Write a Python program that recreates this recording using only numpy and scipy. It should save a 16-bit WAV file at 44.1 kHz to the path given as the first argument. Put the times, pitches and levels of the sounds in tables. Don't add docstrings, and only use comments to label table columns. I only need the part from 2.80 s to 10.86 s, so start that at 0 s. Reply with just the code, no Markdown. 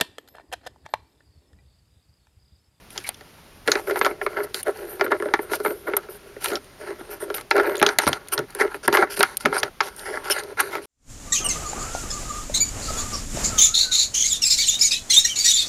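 import sys
import numpy as np
from scipy import signal
from scipy.fft import rfft, irfft
from scipy.io import wavfile
from scipy.ndimage import uniform_filter1d

SR = 44100
rng = np.random.default_rng(int(sys.argv[2]) if len(sys.argv) > 2 else 0)


def generate_wav(sig):
    pcm = np.round(np.clip(np.atleast_2d(sig).T, -1, 1) * 32767).astype(np.int16)
    wavfile.write(sys.argv[1], SR, pcm)


def to_linear_factor(level_db):
    exponent = np.asarray(level_db, float) / 20
    return 10 ** exponent


N = 355313
RING = 3072

# f/Hz, level/dB per Hz
HISS_COLOUR = [(15, -39), (25, 2.5), (118, -1.5), (2700, -15.5), (6900, -21.5), (7890, -21), (9520, -18.5),
               (15000, -29)]
HISS_DB = -49.5

# f/Hz, width/Hz, level/dB
BELLY_MODES = [(103, 30, -12), (150, 39, 1.5), (271, 34, 5.5)]
HULL_MODES = [(285.6, 20, -16.5), (355, 36, -3.5), (411, 27.5, 1), (600.3, 64, -5.5)]
NUT_MODES = [(773, 59, -7.5), (927, 144, -3.5), (1126, 24, -13.5), (1296, 93, -4.5), (1398, 145, 1),
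             (1679, 175, -3.5), (2063, 195, -5), (2270, 250, -10), (2760, 1100, -16), (3600, 1100, -17),
             (4630, 1300, -21)]
CRACK_MODES = [(2630, 1460, 3), (3560, 1420, 3), (4210, 980, 4), (4940, 1160, 2), (5950, 900, -3),
               (6840, 560, -6), (7430, 800, -5.5)]
TOP_MODES = [(9174, 1140, 15), (9240, 2270, 15.5), (11000, 890, 6.5), (11350, 550, 5), (12980, 1700, -4),
             (14100, 650, -32)]
THREAD_MODES = [(8820, 140, -4), (9700, 680, -0.5), (12000, 320, -1.5), (12500, 260, -3.5)]

# t/s, peak level/dB
THUMPS = [
    (0.871, -34),
    (3.728, -42),
    (5.013, -27),
    (5.266, -27),
    (5.579, -30),
    (6.076, -28.5),
    (6.39, -32),
    (6.647, -26.5),
    (6.823, -42),
]
# t/s, top peak level/dB, crack peak level/dB
TICKS = [(0.105, -29, -42), (0.24, -27, -41), (0.344, -35, -37), (1.191, -14.5, -33), (1.83, -15, -34),
         (2.254, -29, -50), (4.9548, -22, -29), (4.9684, -20, -29), (4.9793, -28, -29), (4.998, -21, -24),
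         (5.4847, -24, -34), (5.8, -30, -33), (6.57, -4, -20), (7.1636, -25, -50), (7.194, -29, -32.5),
         (7.587, -35, -28), (7.5943, -28, -28), (7.636, -28, -36), (5.705, -29, -39), (4.707, -22, -30),
         (4.991, -28, -30), (5.26, -32, -28), (1.972, -30, -41), (7.609, -41, -44), (6.056, -40, -36),
         (6.369, -29, -30), (7.444, -34, -36), (3.684, -20, -26), (3.706, -30, -34), (3.733, -33, -28),
         (3.844, -37, -46), (4.546, -16, -27), (4.572, -20, -34), (4.611, -26, -36), (2.754, -16, -33),
         (5.474, -36, -43), (6.8, -21, -25.5), (.268, -30, -36), (0.13, -37, -48), (6.834, -24, -19)]
# t/s, length/s, f/Hz, peak level/dB
SQUEALS = [
    (.244, 0.031, 2230, -27.5),
    (6.78, .017, 4900, -21),
    (6.781, 0.016, 9300, -14),
    (3.167, .005, 11600, -9),
    (7.507, 0.023, 5320, -12),
    (7.503, 0.031, 2900, -17.5),
]

# t/s, length/s, rasp level/dB, nut level/dB, hull level/dB
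WHIRRS = [(1.068, .055, -41, -33, -26), (1.128, 0.027, -39, -40, -32), (1.158, .03, -35, -22, -23.5),
          (1.2, 0.046, -45, -37, -31), (1.245, 0.08, -42.5, -36, -31), (1.411, 0.058, -45.5, -57, -31.5),
          (1.56, 0.071, -47, -30.5, -27), (1.632, 0.018, -34, -36, -24), (2.238, 0.017, -38, -30, -36),
          (4.748, 0.055, -44, -20.5, -22.5), (4.795, 0.028, -37, -32, -21.5),
          (4.826, 0.028, -41.5, -29, -27), (4.853, 0.033, -43, -30.5, -21), (4.888, 0.065, -46, -32, -27),
          (2.61, 0.035, -48, -55, -49), (1.92, 0.29, -47.5, -44.5, -38.5), (2.195, 0.085, -59, -37, -29),
          (2.85, 0.028, -39, -27, -30), (2.88, 0.054, -46.5, -39, -27.5), (2.926, 0.166, -53, -55, -44),
          (3.067, 0.033, -46, -30, -25), (3.165, 0.032, -47, -52, -32.5), (3.291, 0.081, -45, -49, -45.5),
          (4.302, 0.044, -42, -40.5, -43.5), (4.545, 0.031, -32.5, -40, -43), (4.718, 0.044, -50, -38, -28),
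          (5.829, 0.027, -46, -32, -21.5), (6.125, 0.037, -23.5, -17.5, -27.5)]
# t/s, length/s, rasp level/dB, nut level/dB, hull level/dB
BINDS = [(1.856, 0.057, -41, -30.5, -23.5), (2.305, 0.022, -35, -21.5, -20), (2.832, 0.024, -38, -49, -33),
         (2.338, 0.024, -51, -34, -27), (2.387, 0.23, -53, -43, -38.5), (6.392, 0.0085, -12, -24, -24),
         (2.618, 0.11, -53, -50, -46), (4.4, 0.046, -38, -40.5, -36), (5.021, 0.081, -42, -28, -31),
         (5.272, 0.018, -19, -23, -17), (5.52, 0.023, -18, -32, -34), (5.545, 0.077, -54, -43.5, -39),
         (6.387, 0.036, -43, -45, -25.5), (7.17, 0.071, -38.5, -40.5, -43), (7.503, 0.024, -20, -35, -59)]
# t/s, length/s, rasp level/dB, nut level/dB, hull level/dB
BRUSHES = [(0.104, 0.054, -51, -52, -53), (0.152, 0.12, -47, -52.5, -60), (0.263, 0.022, -34, -41, -48),
           (0.866, 0.14, -41.5, -32.5, -30.5), (1.74, 0.071, -37, -42, -44.5),
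           (2.713, 0.056, -35, -36.5, -28.5), (3.607, 0.039, -37, -38, -39),
           (3.638, 0.023, -27.5, -33, -38), (3.666, 0.05, -39, -38.5, -33.5),
           (5.944, 0.027, -48.5, -51, -42), (3.713, 0.065, -48, -37.5, -36), (4.577, 0.04, -46, -40, -44.5),
           (5.098, 0.041, -43.5, -33.5, -38), (5.185, 0.024, -41, -28, -36),
           (5.209, 0.05, -33, -32.5, -35.5), (5.3, 0.076, -43, -35, -39), (5.785, 0.026, -35.5, -27, -27.5),
           (5.8, 0.027, -31.5, -18.5, -20), (6.029, 0.035, -35.5, -37, -40), (7.244, 0.14, -41, -34, -31),
           (6.162, 0.083, -38, -24, -22.5), (6.3, 0.052, -32, -37.5, -44), (6.362, 0.021, -30, -32, -37),
           (6.428, 0.12, -44.5, -40.5, -46.5), (6.601, .016, -33, -40, -48), (6.618, .026, -43.5, -46, -46),
           (6.729, 0.073, -35, -31, -30), (7.022, 0.07, -38.5, -38.5, -43), (7.44, 0.11, -39.5, -37.5, -47),
           (7.54, 0.071, -34, -33, -34.5), (7.771, .025, -40.5, -29, -31.5), (7.793, 0.021, -24, -21, -25),
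           (7.815, .09, -43, -37.5, -35), (7.902, 0.08, -40, -34, -36), (8.015, .05, -46, -48, -43)]
# t/s, length/s, nut level/dB, hull level/dB
ROLLS = [(0.99, 0.14, -48, -41), (1.485, 0.074, -43, -39.5), (1.684, 0.028, -52, -42),
         (2.779, 0.05, -44, -36.5), (3.106, 0.045, -46, -33), (3.201, 0.067, -50, -46),
         (3.372, 0.42, -57.5, -53.5), (3.78, 0.36, -58, -56), (3.986, 0.13, -48.5, -44.5),
         (4.063, 0.073, -43, -38), (4.14, 0.061, -57, -52), (4.188, 0.04, -45, -47),
         (4.23, 0.093, -48, -45), (2.693, 0.027, -40, -35), (4.334, 0.051, -47.5, -45),
         (4.445, 0.11, -50, -39), (4.949, 0.067, -38.5, -31), (5.676, 0.065, -50, -58),
         (5.749, 0.05, -41, -39), (5.852, 0.046, -43, -37), (5.9, 0.064, -39, -42),
         (6.089, 0.045, -36, -27), (6.655, 0.039, -38, -34), (6.697, 0.038, -40, -35),
         (6.802, 0.036, -42, -36), (6.835, 0.054, -38, -40), (0.15, 0.026, -43, -44),
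         (7.09, 0.096, -50, -51), (7.381, 0.069, -44.5, -43), (7.614, 0.12, -44.5, -39.5),
         (7.972, 0.04, -45, -38), (0.986, 0.016, -49, -48), (2.361, 0.028, -55, -53)]
# t/s, length/s, nut level/dB, hull level/dB
COASTS = [(0.293, .57, -65.5, -78), (1.32, 0.14, -53.5, -46), (1.654, 0.025, -39, -31),
          (1.823, 0.05, -65, -50), (2.268, 0.028, -62, -33), (4.615, 0.042, -73, -59),
          (5.139, 0.037, -44, -51), (5.356, 0.19, -53.5, -53.5), (5.593, 0.051, -44, -37),
          (6.252, 0.075, -41.5, -42), (6.534, 0.05, -55, -72)]
# crack relative to rasp/dB, squeak f/Hz, fall of modes away from it/dB per kHz (negative = rise)
RUBS = [
    (-8, 12100, 5.5),
    (-10.5, 8400, 5),
    (-2, 10150, 6.5),
    (-1.5, 7800, -5),
    (5, 11300, 12),
]

# t/s, nut peak level/dB, hull level/dB, treble level/dB
KNOCKS = [(.875, -11, -18, -20), (.88, -9, -12, -27), (1.096, -18, -28, -35), (1.108, -19, -21.5, -34.5),
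          (1.255, -11, -24.5, -28), (2.243, -24, -24, -48), (2.278, -29, -34, -47),
          (4.778, -17, -19, -32.5), (4.871, -24, -32, -40), (4.894, -21.5, -25, -37),
          (4.916, -20, -31, -48), (6.432, -4, -26.5, -32), (5.289, -16, -17.5, -31), (2.8, -23, -21, -39),
          (2.879, -29, -25.5, -43), (2.905, -24, -25.5, -48), (3.716, -22, -25, -45),
          (5.589, -16.5, -22.5, -28), (4.58, -24.5, -36, -33), (4.208, -32, -32, -55),
          (3.097, -26, -29, -54), (1.31, -23, -26, -65), (1.743, -23, -29, -17.5), (2.195, -22, -28, -55),
          (2.315, -19, -16.5, -35), (2.319, -3.5, -25, -53), (2.456, -21.5, -19, -58),
          (2.485, -25, -26, -56), (2.733, -8.5, -29, -33), (3.081, -23.5, -20, -57), (3.135, -14, -18, -51),
          (3.286, -31.5, -29, -57), (3.564, -33, -28.5, -58), (3.657, -16.5, -38, -22.5),
          (4.541, -23, -35, -29), (4.764, -15, -34, -31), (4.797, -9, -29, -36), (4.832, -29, -28, -35),
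          (5.026, -1, -12, -12), (5.185, -2.5, -24, -6), (5.266, -10.5, -13, -22),
          (5.275, -5.5, -21, -17.5), (5.808, -6, -14.5, -24.5), (6.224, -6.5, -16.5, -36),
          (6.406, -4.5, -22, -20), (6.428, -6, -37, -9.5), (6.656, -2, -11.5, -20), (6.726, -9.5, -20, -52),
          (7.371, -16.5, -30, -47)]
# t/s, nut peak level/dB, hull level/dB, treble level/dB
SLAPS = [(.176, -28.5, -38, -19), (6.651, -13, -30, -26), (0.408, -35, -41.5, -44), (.916, -8, -35, -8),
         (0.953, -12, -16, -24.5), (1.212, -3, -17.5, -31), (1.246, -11.5, -22, -20),
         (1.262, -5, -13.5, -30), (1.413, -14, -25.5, -47), (2.209, -5.5, -16, -28),
         (2.537, -1.5, -14, -21), (2.716, -24, -19.5, -42), (3.754, -39, -43, -22),
         (4.5, -19.5, -21.5, -33.5), (4.710, -2, -19.5, -19), (5.014, -9, -13.5, -25),
         (5.063, -10, -18, -9), (5.088, -10.5, -20, -18), (5.329, -13.5, -30, -17),
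         (5.577, -14.5, -20, -19), (6.126, -13, -14.5, -18), (6.17, -5.5, -41, -25), (6.83, -8, -23, -16.5),
         (7.004, -4.5, -38, -32.5), (7.007, -7, -25.5, -21), (6.079, -2.5, -12.5, -27.5)]
# t/s, nut peak level/dB, hull level/dB, treble level/dB
SNAPS = [(0.2887, -19.5, -55.5, -10.5), (1.071, -24, -26, -41), (1.157, -11.5, -39, -32),
         (1.463, -9, -19, -28), (1.879, -25, -38, -30), (2.263, -17, -36, -39), (2.399, -24, -21, -34),
         (2.422, -15, -18.5, -29), (2.59, -16, -20, -40), (2.848, -12.5, -21, -23),
         (2.859, -10.5, -19, -36), (3.166, -13, -29, -9.5), (3.642, -19, -47, -12.5),
         (4.421, -28, -22.5, -39), (5.748, -28.5, -28.5, -17.5), (5.943, -16, -29, -36),
         (6.077, -13, -28, -7), (6.148, -2.5, -24, -25), (6.372, -20.5, -30, -22),
         (6.765, -9.5, -27.5, -23), (7.498, -12, -19.5, -13), (7.803, -14.5, -29, -9),
         (7.952, -15, -28, -29)]
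# crack relative to treble/dB, top relative to treble/dB, contact length/s
CONTACTS = [
    (0.9, 0.5, .0035),
    (1.44, -12.5, 0.0036),
    (-17, -2, .0038),
]


def by_kind(tables, rules):
    rows = []
    for table, rule in zip(tables, rules):
        rows += [(*row, *rule) for row in table]
    return np.transpose(rows)


def walk(rate):
    hold = int(SR / rate)
    steps = np.repeat(rng.standard_normal(N // 64), hold)[:N]
    level = uniform_filter1d(steps, hold)
    return level / level.std()


def rings(body):
    hz, width, db = np.transpose(body)[:, :, None]
    t = np.arange(RING) / SR
    decay = np.exp(-np.pi * width * t)
    modes = to_linear_factor(db) * np.sqrt(width) * decay * np.sin(2 * np.pi * hz * t)
    return signal.sosfilt(signal.butter(4, 0.76 * hz.min(), "high", fs=SR, output="sos"), modes)


def strike(starts, body, db, envelopes, scatter_db):
    modes, out = rings(body), np.zeros(N + 2 * RING)
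    for start, level, shape in zip(starts, db, envelopes):
        mix = to_linear_factor(scatter_db * rng.standard_normal(len(modes))) * rng.choice([-1, 1], len(modes))
        force = shape * rng.standard_normal(RING)
        force[np.argmax(shape)] += 9.8 * shape.max()
        hit = signal.fftconvolve(force, mix @ modes)
        i = int(start * SR)
        out[i:i + len(hit)] += hit * to_linear_factor(level) / np.abs(hit).max()
    return out[:N]


def grit(patchy_db, gritty):
    ticks_per_s, tick_s = 420., 0.00031
    bites = to_linear_factor(1.32 * rng.exponential(size=N)) * (rng.random(N) < ticks_per_s / SR)
    bites = signal.lfilter([1], [1, -np.exp(-1 / (tick_s * SR))], bites)
    force = (1 + gritty * bites) * rng.standard_normal(N) * to_linear_factor(patchy_db * walk(40.))
    return force / force.std()


def slide(starts, lengths, body, db, force, slew, scatter_db, favour_db=0):
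    swell_share = 0.34
    sag_db, release_s = 4.5, 0.0059
    release = np.exp(-np.arange(RING // 2) / SR / release_s)
    release = release / release.sum()
    scatter = scatter_db * rng.standard_normal((len(db), len(body)))
    mixes = to_linear_factor(scatter + favour_db) * (-1.) ** np.arange(len(body))
    out, force = np.zeros(N + 2 * RING), np.append(force, np.zeros(RING))
    for start, held, level, response in zip(starts, lengths, db, mixes @ rings(body)):
        edge = np.hanning(int(slew + swell_share * held * SR))
        shape = np.abs(signal.fftconvolve(np.ones(int(held * SR)), edge) / edge.sum()) ** 1.79
        shape = shape * to_linear_factor(sag_db * np.linspace(.5, -.5, len(shape)))
        shape = signal.fftconvolve(shape, release)
        i = int((start - release_s / 2) * SR) - len(edge) // 2
        push = force[i:i + len(shape)]
        response = response * to_linear_factor(level) / np.linalg.norm(response)
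        sound = signal.fftconvolve(push * shape[:len(push)], response)[:len(out) - i]
        out[i:i + len(sound)] += sound
    return out[:N]


def hiss():
    hz, db = np.transpose(HISS_COLOUR)
    f = np.maximum(np.arange(N // 2 + 1) * SR / N, 1)
    colour = to_linear_factor(np.interp(np.log(f), np.log(hz), db))
    noise = irfft(rfft(rng.standard_normal(N)) * colour, N)
    rumble = signal.sosfilt(signal.butter(2, 90., fs=SR, output="sos"), noise)
    wander = to_linear_factor(1.3 * walk(2.24)) - 1
    return (noise + rumble * wander) * to_linear_factor(HISS_DB) / noise.std()


def thumps():
    start, peak = np.transpose(THUMPS)
    push = np.exp(-np.arange(RING) / SR / 0.033) * np.ones((len(start), 1))
    return strike(start, BELLY_MODES, peak + 4.0, push, 1.5)


def ticks():
    start, top, crack = np.transpose(TICKS)
    snap = np.exp(-(np.arange(RING) / SR / 0.0048) ** 2) * np.ones((len(start), 1))
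    bright = strike(start, TOP_MODES, top + 0.31, snap, 5.6)
    return bright + strike(start, CRACK_MODES, crack + 6.6, snap, 10.0)


def squeals():
    t = np.arange(RING) / SR
    out = np.zeros(N)
    for start, length, hz, db in SQUEALS:
        out += strike([start], [(hz, 220., 0)], [db], [np.exp(-(t / length) ** 4)], 0)
    return out


def slides():
    rolls = [(s, n, -53.5 + 0.54 * (nut + 45), nut, hull) for s, n, nut, hull in ROLLS]
    coasts = [(s, n, -69, nut, hull) for s, n, nut, hull in COASTS]
    kinds = (WHIRRS, BINDS, BRUSHES, rolls, coasts)
    start, length, rasp_db, nut, hull, crack_db, squeak_hz, focus_db = by_kind(kinds, RUBS)
    drag, rasp = grit(1.6, 3.), grit(1.4, 1.)

    top_khz_away = np.abs(squeak_hz[:, None] - np.array(TOP_MODES)[:, 0]) / 1000
    near_db = -focus_db[:, None] * np.minimum(top_khz_away, 1.4)
    turning = len(WHIRRS) + len(BINDS)
    lean_db = -2.6 * np.abs(squeak_hz[:turning, None] - np.array(THREAD_MODES)[:, 0]) / 1000
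    top_db = rasp_db - 3 * (np.arange(len(start)) < turning)

    whine = slide(start[:turning], length[:turning], THREAD_MODES, rasp_db[:turning] - 3.5,
                  rasp * to_linear_factor(4.4 * walk(25.)), slew=180, scatter_db=4.5, favour_db=lean_db)
    panel = slide(start, length, HULL_MODES, hull, drag * to_linear_factor(2.24 * walk(25.)), slew=500, scatter_db=1.5)
    ring = slide(start, length, NUT_MODES, nut, drag * to_linear_factor(1.64 * walk(25.)), slew=400, scatter_db=2.2)
    crackle = slide(start, length, CRACK_MODES, rasp_db + crack_db, 0.61 * (drag + rasp),
                    slew=400, scatter_db=2.2)
    bright = slide(start, length, TOP_MODES, top_db, rasp * to_linear_factor(1.7 * walk(14.)),
                   slew=300, scatter_db=1.5, favour_db=near_db)
    return whine + panel + ring + crackle + bright


def knocks():
    kinds = (KNOCKS, SLAPS, SNAPS)
    start, nut, hull, treble, crack_db, top_db, length = by_kind(kinds, CONTACTS)
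    t = np.arange(RING) / SR / np.clip(length, .0003, .03)[:, None]

    def push(rise, quick, tail_db):
        fall = np.exp(-quick * t) + to_linear_factor(tail_db) * np.exp(-quick * t / 5.43)
        return (1 - np.exp(-(t / rise) ** 2)) * fall

    panel = strike(start, HULL_MODES, hull + 1.8, push(0.596, 0.81, -23.5), 2.85)
    ring = strike(start, NUT_MODES, nut + 0.21, push(0.291, 1.27, -12), 1.58)
    crack = strike(start, CRACK_MODES, treble + crack_db + 7.5, push(0.39, 1.8, -18.0), 3.3)
    top = strike(start, TOP_MODES, treble + top_db + 5.2, push(0.57, 2.3, -64), 1.2)
    return panel + ring + crack + top


def scene():
    return (hiss() + thumps() + ticks() + squeals() + slides() + knocks())[None]


def roll_off(x):
    return signal.sosfilt(signal.butter(12, 16640, fs=SR, output="sos"), x)


def record(dry):
    notch_hz, notch_width_hz, top_hz = 7890, 2350, 15250
    x = signal.lfilter(*signal.iirnotch(notch_hz, notch_hz / notch_width_hz, fs=SR), dry)
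    clipped = np.clip(x, -.84, .84)
    mix = signal.sosfilt(signal.butter(12, top_hz, fs=SR, output="sos"), clipped)
    return roll_off(mix)


dry = scene()
out = record(dry)
generate_wav(out)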